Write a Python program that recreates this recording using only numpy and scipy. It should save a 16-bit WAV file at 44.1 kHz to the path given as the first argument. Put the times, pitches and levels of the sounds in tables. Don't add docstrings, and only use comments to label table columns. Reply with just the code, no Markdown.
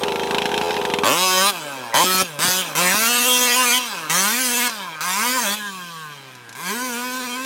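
import sys
import numpy as np
from scipy import signal
from scipy.fft import rfft, irfft, next_fast_len
from scipy.io import wavfile
from scipy.ndimage import uniform_filter1d, map_coordinates

SR = 44100
rng = np.random.default_rng(int(sys.argv[2]) if len(sys.argv) > 2 else 0)


def generate_wav(sig):
    pcm = np.round(np.clip(np.atleast_2d(sig).T, -1, 1) * 32767).astype(np.int16)
    wavfile.write(sys.argv[1], SR, pcm)


N = 328545

# (time [s], relative level before gain and filters [dB])
LONE_FIRINGS = [(0.0333, -8), (0.0817, -13), (0.1196, -14), (0.1575, -13), (0.195, -14), (0.2329, -13),
                (0.2708, -16), (0.3082, -10), (0.3451, -8), (0.382, -7), (0.4184, -10), (0.4549, -7),
                (0.4913, -16), (0.5157, -14), (0.5407, -10), (0.5766, -7), (0.6125, -11), (0.7063, -12),
                (0.7417, -16), (0.7657, -13), (0.814, -15), (0.8505, -9), (0.8994, -14), (0.9368, -7),
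                (0.9857, -9), (1.034, -8), (4.695, -18), (6.351, -34), (6.4915, -29), (6.5263, -29),
                (6.5515, -33)]
# (opens [s], shuts [s], first firing relative to full level [dB], rise [s], rasp [dB],
# swell by the end, before each layer's share [dB], bark [dB], pipe [dB], intake [dB], hum [dB],
# base roughness [factor]; then coasting: pipe [dB], fade before each layer's share [dB/s],
# base roughness [factor]); the layer levels precede the lug and heading changes
BLIPS = [(1.044, 1.501, -5, 0.031, -17.5, -6.5, -20.5, -20.5, -42, -33.5, 0.28, -30, 6.8, 2.4),
         (1.94, 2.22, -5.5, 0.019, -20, 21, -26, -21.5, -38, -32, 0.74, -26.5, 19, 2.3),
         (2.389, 2.611, -7.5, 0.047, -18.5, -30, -30, -19.5, -41, -32.5, 1, -27.5, 17, 6.6),
         (2.751, 3.781, -5, 0.034, -20, -10, -31.5, -22.5, -42, -29.5, 1, -28.5, 5.1, 2.15),
         (4.0962, 4.675, -2, 0.081, -19.5, -17, -32, -26, -42, -29.5, 1, -31, 11.8, 2.1),
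         (5.006, 5.546, -9, 0.27, -23, -15, -32.5, -23, -46.5, -31, 1, -30, 5.5, 2.1),
         (6.55, 7.446, -14, 0.13, -32, -45, -43, -21.5, -37.5, -32, 1, -10, 4.9, 1.1)]
CATCH_S = .001


def amp(db):
    return 10 ** (np.asarray(db) / 20)


def unit(x, size=8192):
    return x / np.sqrt(np.abs(uniform_filter1d(x ** 2, size)) + 1e-20)


def filtered(x, response):
    m = next_fast_len(N + 8192)
    return irfft(rfft(x, m) * response(np.fft.rfftfreq(m, 1 / SR)), m)[:N]


def modes(table, sign=-1):
    def response(f):
        total = 0
        for k, (centre, width, db) in enumerate(table):
            resonance = 1j * f * width / (centre * centre - f * f + 1j * f * width)
            total = total + sign ** k * amp(db) * resonance
        return total
    return response


def colour(points):
    def response(f):
        hz, db = np.transpose(points)
        level = np.interp(np.log(f + 1), np.log(hz + 1), np.maximum(db, -70))
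        cepstrum = irfft(np.log(amp(level)))
        half = len(cepstrum) // 2
        cepstrum[1:half] *= 2
        cepstrum[half + 1:] = 0
        return np.exp(rfft(cepstrum))[:len(f)]
    return response


def wobble(rate):
    knots = rng.standard_normal(int(N * rate / SR) + 4)
    return map_coordinates(knots, [np.arange(N) * rate / SR])


def patchy(x, patchy_db):
    z = signal.stft(x, nperseg=1024)[2]
    gain = rng.standard_normal(z.shape)
    for _ in range(2):
        gain = uniform_filter1d(gain, size=3, axis=0)
        gain = uniform_filter1d(gain, size=4, axis=1)
    return signal.istft(z * amp(patchy_db * gain / gain.std()), nperseg=1024)[1][:N]


def along(rows):
    s, *columns = np.transpose(rows)
    return [np.interp(np.arange(N) / SR, s, c) for c in columns]


def field():
    # (frequency [Hz], relative spectral level [dB])
    air_spectrum = [(15, -8), (40, -35), (120, 2), (326, 3), (516, -64), (695, 2), (1480, -12), (1840, 1),
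                    (13600, -18.5), (16000, -100)]
    air = patchy(filtered(rng.standard_normal(N), colour(air_spectrum)), patchy_db=1.5)
    return amp(-49) * unit(air, size=N)


def thuds():
    # (time [s], level before decay and filtering [dB])
    scuffs = [(1.941, -23), (2.037, -17.5), (2.14, -22.5), (2.214, -19), (2.387, -25), (2.445, -21),
              (2.476, -17), (2.749, -34), (2.94, -20)]
    blows, t = np.zeros(N + SR), np.arange(SR // 10) / SR
    for s, db in scuffs:
        envelope = amp(db - 60 * t / 0.07) * np.minimum(t / .003, 1)
        blows[round(s * SR):][:len(t)] += envelope * rng.standard_normal(len(t))
    dull = modes([(220, 200, 18), (800, 700, 11)])
    return filtered(blows[:N], lambda f: dull(f) * 1j * f / (1j * f + 90))


def pops():
    # (frequency [Hz], relative spectral level [dB])
    crack_colour = [(88, -15), (200, 4.5), (330, -2), (422, 1), (580, -10), (720, -1), (900, 2.5),
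                    (1300, -17.5), (1550, -5), (1950, -11), (2760, -9.5), (4080, -15.5), (4670, -25.5),
                    (5460, -23), (9080, -34), (10800, -30.5), (16000, -49)]
    # (frequency [Hz], change of level [dB])
    far_colour = [(300, -10), (1500, 2), (3000, -4), (6500, 14.5), (16000, 7)]
    crack_lag_s, gain_db = .0013, 27.0
    near, far = blows = np.zeros((2, N + SR))
    t = np.arange(SR // 20) / SR
    for s, db in LONE_FIRINGS:
        rattle = signal.lfilter([1, -2, 1], [1, -1.6, .64], rng.standard_normal(len(t)))
        burst = .18 * amp(-60 * t / .045) * rattle
        burst[0] = 1
        is_far = int(s > BLIPS[0][0])
        blows[is_far, round((s + crack_lag_s) * SR):][:len(t)] += amp(db + gain_db) * burst
    return filtered(near[:N] + filtered(far[:N], colour(far_colour)), colour(crack_colour))


def crank(speed):
    turns = np.cumsum(speed) / SR
    firings = [s for s, db in LONE_FIRINGS if s < BLIPS[0][0]]
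    firings += [row[0] + 2 * CATCH_S for row in BLIPS[1:]]
    at = np.round(np.array(firings) * SR).astype(int)
    whole = np.cumsum(np.round(np.diff(turns[at], prepend=turns[at[0]])))
    return turns + np.interp(np.arange(N), at, whole - turns[at])


def pulses(turns, jitter, scatter_db):
    whole = np.arange(np.ceil(turns[0]), turns[-1])
    chance = rng.standard_normal((len(whole), 2))
    at = np.interp(whole + jitter * chance[:, 0], turns, np.arange(N))
    taps = np.floor(at)[:, None] + np.arange(-7, 9)
    offset = taps - at[:, None]
    kernel = np.sinc(offset) * np.cos(np.pi * offset / 16) ** 2
    size = amp(scatter_db * chance[:, 1:])
    places = np.clip(taps, 0, N - 1).astype(int)
    return np.bincount(places.ravel(), (kernel * size).ravel(), N)


def shell(x, t60, share, size=8192):
    t, out = np.arange(SR // 50) / SR, np.zeros(N + 2 * size)
    x, fade = np.pad(x, (size // 2, size)), np.hanning(size)
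    for start in range(0, N + size // 2, size // 2):
        tail = amp(-60 * t / t60) * rng.standard_normal(len(t))
        tail *= np.sqrt(share) / np.linalg.norm(tail)
        tail[0] = np.sqrt(1 - share)
        part = signal.fftconvolve(x[start:start + size] * fade[:len(x) - start], tail)
        out[start:start + len(part)] += part[:len(out) - start]
    return out[size // 2:][:N]


def after_firing():
    decay_s = .012
    t = np.arange(N) / SR
    fired = np.array([-1] + [s for s, db in LONE_FIRINGS if s < BLIPS[0][0]])
    since = t - fired[np.searchsorted(fired, t) - 1]
    return uniform_filter1d(np.exp(-(since / decay_s) ** 2), size=64)


def throttle(speed):
    # (rasp [dB], bark [dB], pipe [dB], intake [dB], hum [dB])
    idle_db = [-46, -41.5, -30, -24.5, -30]
    swell_share = np.array([0.23, 0.051, 0.24, 0.055, 0.051])
    coast_offset_db = np.array([-5.5, -4.5, -2.5, -18, -9.5])
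    fade_share = np.array([5.1, 5.04, 0.89, 1.3, 0.52])
    lug_slopes = [0, -3, -7.5, 5, -5.5]
    after_changes = [-6, -4, -1, -12, 2]
    upper_idle, upper_open, upper_coast = .12, .99, .99
    idle_rough = 3.2
    spinup_rough = .35
    shut_s = 0.015
    lug_speed = 185

    rest = [*idle_db, upper_idle, idle_rough, 0]
    rows = [(0, *rest), (BLIPS[0][0], *rest)]
    ends = [row[0] for row in BLIPS[1:]] + [N / SR + 1]
    for blip, end in zip(BLIPS, ends):
        opens, shuts, catch_db, rise, rasp_db, swell_db, *others, rough, coast_db, fade_db, coast_rough = blip
        full, shut = np.array([rasp_db, *others]), coast_db + coast_offset_db
        swollen = full + swell_db * swell_share
        faded = shut - fade_db * fade_share * (end - shuts)
        rows += [(opens + CATCH_S, *(full + catch_db), upper_open, rough, 1),
                 (opens + CATCH_S + rise, *full, upper_open, rough, 1),
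                 (shuts, *swollen, upper_open, rough, 1),
                 (shuts + shut_s, *shut, upper_coast, coast_rough, 0),
                 (end, *faded, upper_coast, coast_rough, 0)]
    *levels, upper, rough, opened = along(rows)
    octaves = np.log2(speed / lug_speed)
    gaining = np.clip(uniform_filter1d(np.gradient(speed) * SR, size=2048), 0, None)
    levels = [db + lug_db * opened * octaves for db, lug_db in zip(levels, lug_slopes)]
    after = after_firing()
    levels = [db + after_db * after for db, after_db in zip(levels, after_changes)]
    return *levels, upper, np.abs(rough + spinup_rough * gaining / 500)


def rings(beat):
    # (from [s], to [s], frequency [Hz], rms level before flutter [dB])
    bands = [(0, 0.608, 967, -37), (1.027, 1.16, 1160, -25), (1.18, 1.5, 3820, -35),
             (1.183, 1.504, 5100, -29), (1.197, 1.49, 1180, -25), (1.628, 1.95, 953, -36),
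             (1.942, 2.04, 973, -16.5), (1.953, 2.004, 3120, -23), (1.928, 2.004, 1950, -26.5),
             (2.443, 2.626, 3430, -33), (5.46, 5.553, 3400, -29), (2.05, 2.225, 5130, -31.5),
             (2.446, 2.598, 5000, -45), (2.06, 2.221, 1310, -26.5), (2.07, 2.22, 2420, -31),
             (2.41, 2.497, 1740, -31), (2.778, 3.032, 1030, -32), (3.06, 3.393, 2740, -27),
             (3.11, 3.247, 1500, -47), (3.237, 3.437, 1046, -32.5), (3.244, 3.743, 506, -36.5),
             (3.285, 3.466, 3300, -21.5), (3.511, 3.583, 3120, -24.5), (3.563, 3.63, 1030, -24),
             (3.552, 3.647, 2790, -29), (3.652, 3.77, 2330, -25.5), (3.732, 3.787, 3130, -20),
             (4.095, 4.26, 1230, -34.5), (4.5, 4.697, 1010, -37), (4.59, 4.688, 2130, -32),
             (4.494, 4.69, 1610, -34), (5.254, 5.507, 584, -33.5), (5.596, 5.7, 1610, -33.5),
             (5.604, 6.146, 1117, -39.5), (5.795, 5.903, 1550, -43.5), (5.97, 6.13, 1540, -40.5),
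             (5.56, 6.35, 3030, -58.5), (6.578, 6.742, 1050, -44), (6.724, 7.184, 1470, -37),
             (6.933, 7.118, 2330, -44), (7.272, 7.366, 2340, -33.5), (7.02, 7.132, 3230, -47)]
    relative_width, fade_s = .17, 0.024
    t, out = np.arange(N) / SR, np.zeros(N)
    for start, end, hz, db in bands:
        gate = np.clip(np.minimum(t - start, end - t) / fade_s + .5, 0, 1)
        resonance = modes([(hz, relative_width * np.sqrt(1000 * hz), 0)])
        tone = gate * filtered(beat, lambda f: resonance(f) ** 2)
        to_unit = np.sqrt(np.sum(gate ** 2) / np.sum(tone ** 2))
        out += amp(db + 2.2 * wobble(30)) * tone * to_unit
    return out


def engine():
    # (time [s], speed [turns/s])
    crank_speed = [(0, 83), (1.0, 83), (1.04, 87), (1.15, 166), (1.2, 182), (1.24, 186.4), (1.39, 185.3),
                   (1.49, 206), (1.56, 173), (1.62, 151.6), (1.93, 110.4), (2.01, 173), (2.05, 184),
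                   (2.22, 189.8), (2.32, 150), (2.38, 141), (2.45, 179), (2.6, 186), (2.7, 151.5),
                   (2.75, 144), (2.8, 176), (2.9, 184.4), (2.97, 212.4), (3.118, 242), (3.146, 239.6),
                   (3.168, 245.4), (3.188, 238), (3.212, 246.7), (3.236, 242.6), (3.274, 257),
                   (3.294, 248.8), (3.464, 249), (3.482, 239.5), (3.514, 248), (3.528, 243.4), (3.59, 257),
                   (3.622, 254), (3.65, 241), (3.68, 244.4), (3.696, 238), (3.78, 253), (3.86, 238),
                   (3.98, 168.7), (4.08, 149), (4.19, 186.5), (4.278, 207.5), (4.344, 238), (4.4, 260),
                   (4.474, 250), (4.506, 239), (4.524, 243), (4.554, 236.7), (4.582, 248), (4.612, 238),
                   (4.64, 247), (4.672, 241), (4.9, 163.5), (5.0, 150.6), (5.06, 179), (5.096, 182),
                   (5.162, 197), (5.26, 245), (5.296, 256), (5.322, 252), (5.36, 262.6), (5.39, 243.4),
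                   (5.422, 232.7), (5.46, 201.6), (5.48, 195.5), (5.56, 214.3), (5.654, 204.5), (5.73, 190),
                   (5.846, 174.7), (6.216, 135.8), (6.51, 114), (6.55, 119), (6.62, 169), (6.68, 183),
                   (6.75, 233), (6.83, 258), (6.886, 250), (6.932, 232.4), (7.064, 254), (7.102, 248.7),
                   (7.134, 256), (7.184, 257.7), (7.222, 245.6), (7.25, 255.5), (7.278, 238.3),
                   (7.304, 248.5), (7.328, 241.6), (7.362, 258.4), (7.382, 255.3), (7.45, 267.6)]
    # (frequency [Hz], width [Hz], relative level [dB])
    intake_modes = [(408, 36, 0), (480, 55, -10), (200, 80, -15), (300, 40, -15)]
    bark_modes = [(2570, 240, 8.5), (3222, 51, 12.5), (3213, 510, 4.5), (4050, 55, 8), (4800, 1060, -5)]
    low_modes = [(820, 120, .1), (965, 60, -2)]
    high_modes = [(520, 110, 13), (1030, 115, 17), (1230, 100, 7), (1570, 120, 14.5), (2300, 300, 11)]
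    front_modes = [(259, 44, 11.6), (576, 81, 7), (839, 120, 6), (997, 377, 3.9), (1378, 45, 4.9)]
    # (frequency [Hz], relative level [dB])
    rasp_colour = [(700, -12), (1900, 3), (2940, -6.5), (5000, -3.5), (5720, -1.5), (6290, -1), (7580, -4),
                   (8230, -3.5), (9870, -6), (14100, -8), (15700, -11)]
    # (time [s], power share heard from ahead [0-1], pipe swell [dB], bark swell [dB])
    heading = [(0, 0.55, 2.5, 6), (.6, 0.18, 3.5, 6.5), (.64, 0.23, 5.5, 12), (.72, 0.05, 4, 9.5),
               (1.02, 0.8, 0, 3), (1.1, 0.79, -0.5, -5.5), (1.9, 0.44, 5.5, 8), (2.1, 0.77, -8.5, -4.5),
               (2.5, 0.36, -0.5, 4.5), (2.85, 0.48, 2.5, 4.5), (3.22, 0.45, 0, 4.5), (3.33, 0.72, 2.5, 6.5),
               (3.7, 0.24, 3, 7), (4.4, 0.33, 3.5, 1.3), (4.95, 0.11, 5, 9.5), (5.35, 0.04, 4.5, 1.5),
               (5.5, 0.46, 2, 5), (5.62, 0.1, -3, -0.5), (6.05, 0.05, -12, 6), (6.17, 0.38, -5.5, 6),
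               (6.7, 0.04, -5, 6), (7.45, 0, 4.5, 12.5)]
    rasp_follows = 0.63

    speed = along(crank_speed)[0]
    rasp_db, bark_db, pipe_db, intake_db, hum_db, upper, rough = throttle(speed)
    turns = crank(speed * (1 + .007 * (speed / 250) ** 2 * wobble(45)))
    beat = unit(pulses(turns, jitter=.0015, scatter_db=.7))
    rattle = shell(beat, t60=.014, share=.4)

    def above(f, edge_hz):
        return (1j * f / (1j * f + edge_hz)) ** 3

    def voice(blows, response, share, blow, patchy_db, lag=0, hiss_hz=1):
        exhaust = np.exp(-(turns % 1) / blow)
        inlet = .5 * np.exp(-((turns + .5) % 1) / blow)
        noise = (exhaust + inlet + .5) * rng.standard_normal(N)

        def path(f):
            return response(f) * above(f, edge_hz=58) * np.exp(-2j * np.pi * f * lag)

        puff = unit(filtered(noise, lambda f: path(f) * above(f, hiss_hz)))
        noise_share = np.clip(share * rough, 0, 1)
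        pulsed = np.sqrt(1 - noise_share) * unit(filtered(blows, path))
        return unit(patchy(pulsed + np.sqrt(noise_share) * puff, patchy_db))

    def steep(table, hz, width, sign=-1):
        return lambda f: modes(table, sign)(f) * modes([(hz, width, 0)])(f)

    hum = np.sqrt(2) * amp(hum_db + 1.2 * wobble(41)) * np.sin(2 * np.pi * turns)
    hum = amp(6) * filtered(hum, lambda f: above(f, edge_hz=150))
    intake = voice(beat, steep(intake_modes, 400, 400, sign=1), share=.03, blow=.4, patchy_db=.6, lag=.006)
    low = voice(beat, steep(low_modes, 880, 500), share=.04, blow=.4, patchy_db=1, lag=.007)
    high = voice(beat, steep(high_modes, 1300, 1100, sign=1), share=.06, blow=.4, patchy_db=3)
    bark = voice(rattle, steep(bark_modes, 3500, 3000), share=.11, blow=.3, patchy_db=3)
    rasp = voice(rattle, colour(rasp_colour), share=.33, blow=.3, patchy_db=4, hiss_hz=1600)
    front = voice(beat, steep(front_modes, 900, 1200), share=.06, blow=.4, patchy_db=2.5)

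    ahead, pipe_swell_db, bark_swell_db = along(heading)
    upper, ahead = np.clip(upper, 0, 1), np.clip(ahead, 0, 1)
    behind = np.sqrt(1 - upper) * low + np.sqrt(upper) * high
    pipe = np.sqrt(1 - ahead) * behind + np.sqrt(ahead) * front
    exhaust = amp(pipe_db + pipe_swell_db) * pipe
    exhaust += amp(bark_db + bark_swell_db) * bark
    exhaust += amp(rasp_db + rasp_follows * bark_swell_db) * rasp
    return hum + rings(beat) + amp(intake_db) * intake + exhaust


def scene():
    truck = filtered(engine(), lambda f: (1j * f / (1j * f + 70)) ** 3)
    mono = field() + thuds() + pops() + truck
    return np.array([mono, mono])


def record(dry):
    top_hz = 15900
    soft = dry[0] / (1 + np.abs(dry[0] / .75) ** 4) ** (1 / 4)
    limited = filtered(soft, lambda f: (f < top_hz) * 1j * f / (1j * f + 40))
    return np.array([limited] * 2)


dry = scene()
out = record(dry)
generate_wav(out)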